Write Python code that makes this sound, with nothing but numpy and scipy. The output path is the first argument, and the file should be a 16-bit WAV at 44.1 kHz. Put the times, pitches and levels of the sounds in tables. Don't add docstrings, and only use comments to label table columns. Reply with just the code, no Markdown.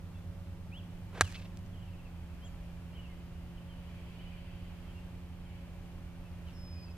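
import sys
import numpy as np
from scipy import signal
from scipy.fft import rfft, irfft, next_fast_len
from scipy.io import wavfile
from scipy.ndimage import map_coordinates

SR = 44100
rng = np.random.default_rng(int(sys.argv[2]) if len(sys.argv) > 2 else 0)


def bounce(signal):
    frames = np.transpose(np.atleast_2d(signal))
    limited = np.clip(frames, -1, 1)
    pcm = np.round(limited * 32767).astype(np.int16)
    wavfile.write(sys.argv[1], SR, pcm)


N = 307377

IMPACT_S = 1.2101
# delay_s [s], relative level_db [dB]
PATHS = [(-.00045, -15.5), (0, 9), (.0018, -29), (.0030, -20), (.0041, -15), (.0076, -29)]
# pitch_hz [Hz], relative density_db [dB per Hz]
CONTACT = [(40, -15), (250, 0), (900, 0.5), (1600, 7), (2300, -5.5), (2900, -9), (4000, 3), (5000, -17),
           (6200, -3), (8300, -5), (11000, -12.5), (15000, -22)]
# pitch_hz [Hz], relative level_db [dB], t60_s [s]
HEAD_MODES = [(795, -10, 0.039), (1050, -15, 0.029), (1327, 0, 0.025), (1590, 2, 0.037), (1724, -7, 0.028),
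              (2370, -5, 0.035), (3074, -14, 0.041), (3920, 1, 0.0207), (4400, -17, 0.02),
              (5740, -7.5, 0.024), (6120, -10, 0.022), (6900, -15, 0.029), (7070, -19, .026),
              (7800, -17, .028), (8350, -12, 0.022), (9300, -8, .022)]
# pitch_hz [Hz], relative density_db [dB per Hz]
CUT = [(100, -13), (280, 2), (500, -7), (900, -2.5), (1600, 2), (2800, -16.5), (4200, -13.5), (5000, -11.5),
       (7500, -13), (10500, -14.5), (15000, -27)]


def strike():
    t = np.arange(SR // 5) / SR
    shot = np.zeros(N)
    for delay, db in PATHS:
        add(shot, IMPACT_S + delay, amp(db - 7.5) * pulse(CONTACT))
    ring = np.zeros(len(t))
    for k, (hz, db, t60) in enumerate(HEAD_MODES):
        ring += (-1) ** k * amp(db - 60 * t / t60) * np.sin(2 * np.pi * hz * t)
    buried = amp(-60 * np.maximum(t - .009, 0) / .02)
    onset = 1 - np.exp(-t / 0.0005)
    add(shot, IMPACT_S, amp(-20.5) * ring * buried * onset)
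    cut = turf() * noise(CUT)
    return placed(shot + cut, lead_ms=0.032)


TURF_LEAD_S, TURF_RISE_S, TURF_DB = .0002, .004, -23.5
TURF_HOLD_S, TURF_SAG_DB, TURF_RELEASE_S = 0.0099, 6.5, .018


def turf():
    steps = np.array([-TURF_RISE_S, 0, TURF_HOLD_S, TURF_HOLD_S + TURF_RELEASE_S])
    times = IMPACT_S - TURF_LEAD_S + steps
    levels = [-60, 0, -TURF_SAG_DB, -TURF_SAG_DB - 60]
    db = np.interp(clock(), times, levels, left=-np.inf, right=-np.inf)
    return amp(TURF_DB + db)


def thump(hz=90, t60=0.22, db=-27.5):
    age = np.maximum(clock() - 1.222, 0)
    onset = 1 - np.exp(-age / 0.00216)
    throb = -amp(db - 60 * age / t60) * np.sin(2 * np.pi * hz * age) * onset
    return placed(throb, lead_ms=0.029)


# pitch_hz [Hz], relative density_db [dB per Hz]
SWISH = [(100, -20), (300, -3), (480, 0), (900, -7), (1600, -6), (3500, -16), (6000, -26), (14000, -40)]
GRASS = [(300, -15), (1000, 0), (2500, -1), (4500, -2), (7000, -3.5), (10000, -9.5), (15000, -21)]
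SWING_S, SWING_WIDTH_S, SWING_DB = 1.178, .027, -47


def swish(hiss_db=-17):
    speed = bell(SWING_S, SWING_WIDTH_S)
    hiss = amp(hiss_db) * speed * noise(GRASS)
    flutter = unit(amp(2 * wobble(160)))
    rush = amp(SWING_DB) * speed * flutter * (noise(SWISH) + hiss)
    return placed(rush, lead_ms=0.036)


# [s, standard deviation]
SCUFFS = [(.47, -69, .009), (1.349, -52, 0.012), (1.363, -52, 0.0057), (1.4, -60, .005),
          (1.427, -56.5, 0.0087), (1.457, -54, 0.006), (6.49, -68, 0.03)]
# pitch_hz [Hz], relative density_db [dB per Hz]
SCUFF = [(300, -27), (1200, -6), (2800, 4), (4000, -2), (5500, -8), (8000, -30), (15000, -36)]
# start_s [s], peak_db [dB]
CRUMBS = [(1.5728, -34.5), (1.5908, -45), (1.6631, -44)]
# pitch_hz [Hz], relative density_db [dB per Hz]
CRUMB = [(500, -25), (2000, -4), (4000, -1), (8000, -1), (15000, -12)]
SPRAY_PEAK_S, SPRAY_DB = 0.055, -54


def divot():
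    age = np.maximum(clock() - IMPACT_S, 0) / SPRAY_PEAK_S
    clumps = amp(2 * wobble(500) + 1.5 * wobble(90))
    grit = patter(GRASS, per_s=1000, spread_db=4.5)
    blades = patter(SCUFF, per_s=1800, spread_db=3)
    rise_and_fall = age * np.exp(1 - age)
    spray = amp(SPRAY_DB) * rise_and_fall * unit(clumps * (grit + 0.93 * diffuse(GRASS)))
    brush = sum(amp(db) * bell(s, width) for s, db, width in SCUFFS)
    crumbs = np.zeros(N)
    for s, db in CRUMBS:
        add(crumbs, s, amp(db) * pulse(CRUMB))
    return placed(spray + brush * unit(clumps * blades) + crumbs, lead_ms=0.047)


def patter(spectrum, per_s, spread_db):
    struck = rng.random(N) < per_s / SR
    sizes = amp(spread_db * rng.standard_normal(N))
    hits = struck * rng.choice([-1, 1], N) * sizes
    return unit(signal.fftconvolve(hits, pulse(spectrum))[:N])


# start_s [s], climb_s [s], top_hz [Hz], climb_rate [Hz per s], level_db [dB]
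ARCHES = [(.712, .073, 3450, 16360, -57.5), (2.411, .052, 3360, 7100, -61.5),
          (2.443, 0.02, 7350, 60600, -64), (2.922, .043, 3200, 12100, -60.5),
          (4.183, .045, 3150, 5950, -61)]
# start_s [s], length_s [s], start_hz [Hz], end_hz [Hz], level_db [dB]
SLURS = [(0.136, .06, 2780, 2580, -71), (.14, 0.058, 3370, 3490, -72), (1.212, 0.097, 3650, 2210, -56.5),
         (1.35, .05, 2900, 2490, -58), (2.05, .055, 2760, 2520, -70), (2.971, 0.044, 2990, 2910, -59),
         (3.03, 0.048, 3030, 2570, -63.5), (3.085, .057, 2220, 2030, -65), (3.571, .022, 3250, 2770, -63),
         (3.689, 0.056, 3230, 3000, -65), (4.25, 0.041, 2980, 2970, -63.5), (4.312, .07, 2600, 2220, -66),
         (4.872, .052, 3240, 2950, -66.5), (4.939, 0.093, 2770, 2774, -65.5),
         (5.445, .041, 3300, 3000, -67), (6.235, 0.052, 2640, 2590, -70), (6.459, 0.064, 3380, 2380, -67),
         (6.72, 0.14, 2520, 2450, -70.5), (6.856, 0.066, 2650, 2540, -65.5), (6.825, .033, 4930, 5100, -61),
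         (6.865, 0.023, 4850, 4730, -64), (6.897, 0.033, 5100, 5000, -67)]
RUN_S, RUN_HZ, RUN_DB = 1.728, 3500, -64.8
RUN_GAP_S, RUN_SLOWING = .039, 1.12
RUN_STEP_HZ, RUN_FADE_DB = 105, .4
CHIRP_S, CHIRP_FALL_HZ = .043, 620
WHISTLE_S, WHISTLE_DB = 6.522, -61


def birds(count=7, flutter_db=2.1, pitch_scatter_hz=70):
    song = np.zeros(N)
    for s, *shape, db in ARCHES:
        add(song, s, amp(db) * arch(*shape))
    for s, *shape, db in SLURS:
        add(song, s, amp(db) * slur(*shape))
    s = RUN_S
    for k in range(count):
        hz = RUN_HZ - k * RUN_STEP_HZ + pitch_scatter_hz * rng.uniform(-1, 1)
        chirp = slur(CHIRP_S, hz, hz - CHIRP_FALL_HZ)
        add(song, s, amp(RUN_DB - k * RUN_FADE_DB) * chirp)
        s += RUN_GAP_S * RUN_SLOWING ** k
    song = song * amp(flutter_db * wobble(70))
    add(song, WHISTLE_S, amp(WHISTLE_DB) * whistle())
    return placed(song, lead_ms=0.048)


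def note(hz):
    swell = np.abs(np.sin(np.linspace(0, np.pi, len(hz)))) ** 0.54
    return np.sqrt(2) * swell * np.sin(2 * np.pi * np.cumsum(hz) / SR)


DROP_S, DROP_HZ_PER_S = .027, 36000


def arch(climb, top_hz, climb_rate):
    t = np.arange(int((climb + DROP_S) * SR)) / SR - climb
    return note(top_hz + np.minimum(climb_rate * t, -DROP_HZ_PER_S * t))


SLUR_EASE = .85


def slur(length, start_hz, end_hz):
    progress = np.linspace(0, 1, int(length * SR)) ** SLUR_EASE
    return note(start_hz + (end_hz - start_hz) * progress)


WHISTLE_LENGTH_S, WHISTLE_SINK_S = .355, .1
WHISTLE_START_HZ, WHISTLE_END_HZ = 5500, 4970


def whistle(waver=.0025):
    t = np.arange(int(WHISTLE_LENGTH_S * SR)) / SR
    hz = WHISTLE_END_HZ + (WHISTLE_START_HZ - WHISTLE_END_HZ) * np.exp(-t / WHISTLE_SINK_S)
    return note(hz * (1 + waver * wobble(72)[:len(t)]))


# pitch_hz [Hz], t60_s [s]
TREES = [(200, .3), (2500, 0.59), (5000, 0.35), (9000, 0.29)]


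def trees(x):
    hz, t, z = signal.stft(rng.standard_normal((2, SR)), SR, nperseg=256)
    decay = amp(-60 * t / along(TREES, hz)[:, None])
    buildup = 1 - np.exp(-t / 0.032)
    tail = signal.istft(z * decay * buildup, SR, nperseg=256)[1]
    return signal.fftconvolve(x, tail / np.linalg.norm(tail[0]), axes=1)[:, :N]


# pitch_hz [Hz], relative density_db [dB per Hz]
BLUR = [(900, -27), (1700, -3), (2400, 3), (3200, 2.5), (3700, -9.5), (4800, -9), (6000, -40), (12000, -36)]
# centre_s [s], width_s [s, standard deviation], level_db [dB]
BOUTS = [(3.1, 0.16, -71), (4.3, 0.48, -63.5), (5.55, 0.14, -68.5)]
LULL_DB, CHORUS_DB, LULL_ENDS_S = -77, -70.5, 2.2


def chorus(count=130):
    far = np.zeros(N)
    for when, length, pitch, slide, size in rng.random((count, 5)):
        hz = 2400 + 950 * pitch
        call = slur(0.0302 + .055 * length, hz, hz * (1 - 0.1695 * slide))
        add(far, when * N / SR, amp(9.7 * size) * call)
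    twitter = unit(placed(far, lead_ms=0) + trees(far[None]))
    wash = placed(diffuse(BLUR), lead_ms=-0.077)
    steady = amp(np.interp(clock(), [0, LULL_ENDS_S], [LULL_DB, CHORUS_DB]))
    bouts = sum((amp(db) * bell(s, width)) ** 2 for s, width, db in BOUTS)
    level = np.sqrt(steady ** 2 + bouts)
    return level * (0.51 * twitter + 1.01 * wash)


# multiple [of the firing rate], relative level_db [dB]
OVERTONES = [(2, -1.5), (3, -16.5), (4, -19), (5, -28.5), (7, -32)]


def mower(speed, db, overtone_db, db_per_hz=0, overtone_db_per_hz=0):
    hz, = curves(speed)
    revs = hz - hz.mean()
    phase = 2 * np.pi * np.cumsum(hz * (1 + 0.0025 * wobble(7))) / SR

    def tone(k):
        return np.sqrt(2) * np.sin(k * phase + 2 * np.pi * rng.random())

    upper = sum(amp(level + 0.88 * wobble(5.6)) * tone(k) for k, level in OVERTONES)
    firing = amp(db + db_per_hz * revs + 1.63 * wobble(4.9)) * tone(1)
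    return firing + amp(overtone_db + overtone_db_per_hz * revs) * upper


# time_s [s], firing_hz [Hz]
STEADY_MOWER = [(0, 84.9), (.7, 86.2), (3.3, 86), (4.4, 87), (6.97, 87)]
ROVING_MOWER = [(0, 94.27), (1.8, 97.44), (2.35, 72.93), (3.2, 70.96), (6.97, 81.03)]
# [dB, before a common 1.5 dB lift and a waver]
HUMS = [(120.5, -61), (556, -68.5)]


def drone():
    hums = np.zeros(N)
    for hz, db in HUMS:
        level = amp(db + 1.5 + 1.8 * wobble(4.05))
        hums += level * np.sin(2 * np.pi * np.cumsum(hz + 1.27 * wobble(12)) / SR)
    steady = mower(STEADY_MOWER, db=-53, overtone_db=-50.0)
    roving = mower(ROVING_MOWER, db=-52.5, overtone_db=-68.5, db_per_hz=0.2342, overtone_db_per_hz=0.76)
    return placed(steady + roving + hums, lead_ms=-.07)


# pitch_hz [Hz], relative density_db [dB per Hz]
AIR = [(10, -10), (25, 3), (55, 3), (90, 0), (140, -6.5), (220, -13.5), (400, -20.5), (750, -20.5),
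       (1300, -26), (2200, -30), (4000, -36), (7000, -41), (15000, -43.5)]


def air():
    floor = amp(-48.5 + 0.55 * wobble(2.93)) * diffuse(AIR)
    return placed(floor, lead_ms=-.07)


# pitch_hz [Hz], correlation [0 to 1]
ALIKE = [(60, 0.89), (200, 0.68), (500, 0.71), (1400, 0.72), (3000, 0.223), (7000, 0.073)]


def diffuse(spectrum):
    def mid_side_gains(hz):
        angle = np.arccos(np.clip(along(ALIKE, hz), -1, 1)) / 2
        return np.array([np.cos(angle), np.sin(angle)])

    mid, side = filtered(np.array([noise(spectrum), noise(spectrum)]), mid_side_gains)
    return unit(np.array([mid + side, mid - side]))


def placed(x, lead_ms):
    ears = np.array([[-1], [1]])
    return filtered(x, lambda hz: np.exp(1j * np.pi * hz * ears * lead_ms / 1000))


def amp(db):
    return 10 ** (np.asarray(db) / 20)


def unit(x):
    return x / np.sqrt(np.mean(x ** 2) + 1e-20)


def clock():
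    return np.arange(N) / SR


def bell(s, width):
    return np.exp(-.5 * ((clock() - s) / width) ** 2)


def along(points, hz):
    f, v = np.transpose(points)
    return np.interp(np.log(hz + 1), np.log(f + 1), v)


def curves(rows):
    s, *cols = np.transpose(rows)
    return [np.interp(clock(), s, c) for c in cols]


def wobble(rate):
    knots = rng.standard_normal(int(N * rate / SR) + 4)
    return map_coordinates(knots, [clock() * rate])


def filtered(x, response):
    m = next_fast_len(N + SR // 2)
    return irfft(rfft(x, m) * response(np.fft.rfftfreq(m, 1 / SR)), m)[..., :N]


def noise(spectrum):
    return unit(filtered(rng.standard_normal(N), lambda hz: amp(along(spectrum, hz))))


def pulse(spectrum, size=1024):
    cepstrum = irfft(np.log(amp(along(spectrum, np.fft.rfftfreq(size, 1 / SR)))))
    cepstrum[1:size // 2] *= 2
    cepstrum[size // 2 + 1:] = 0
    shape = irfft(np.exp(rfft(cepstrum)))
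    return shape / np.abs(shape).max()


def add(track, s, sound):
    part = track[max(round(s * SR), 0):][:len(sound)]
    part += sound[:len(part)]


def scene():
    shot, song = strike(), birds()
    echoes = trees(amp(-34.5) * shot + amp(-12.0) * song)
    return shot + thump() + swish() + divot() + song + echoes + chorus() + drone() + air()


# pitch_hz [Hz], right_minus_left_db [dB]
MICROPHONES = [(20, 3), (100, 2), (600, 1), (2000, 1), (4000, -0.5), (15000, 0)]
TOP_HZ = 15150


def record(dry):
    halves = np.array([[-.5], [.5]])
    heard = filtered(dry, lambda hz: amp(halves * along(MICROPHONES, hz)))
    rounded = heard / (1 + np.abs(heard / .75) ** 6) ** (1 / 6)
    return filtered(rounded, lambda hz: 1 / np.sqrt(1 + (hz / TOP_HZ) ** 160))


dry = scene()
out = record(dry)
bounce(out)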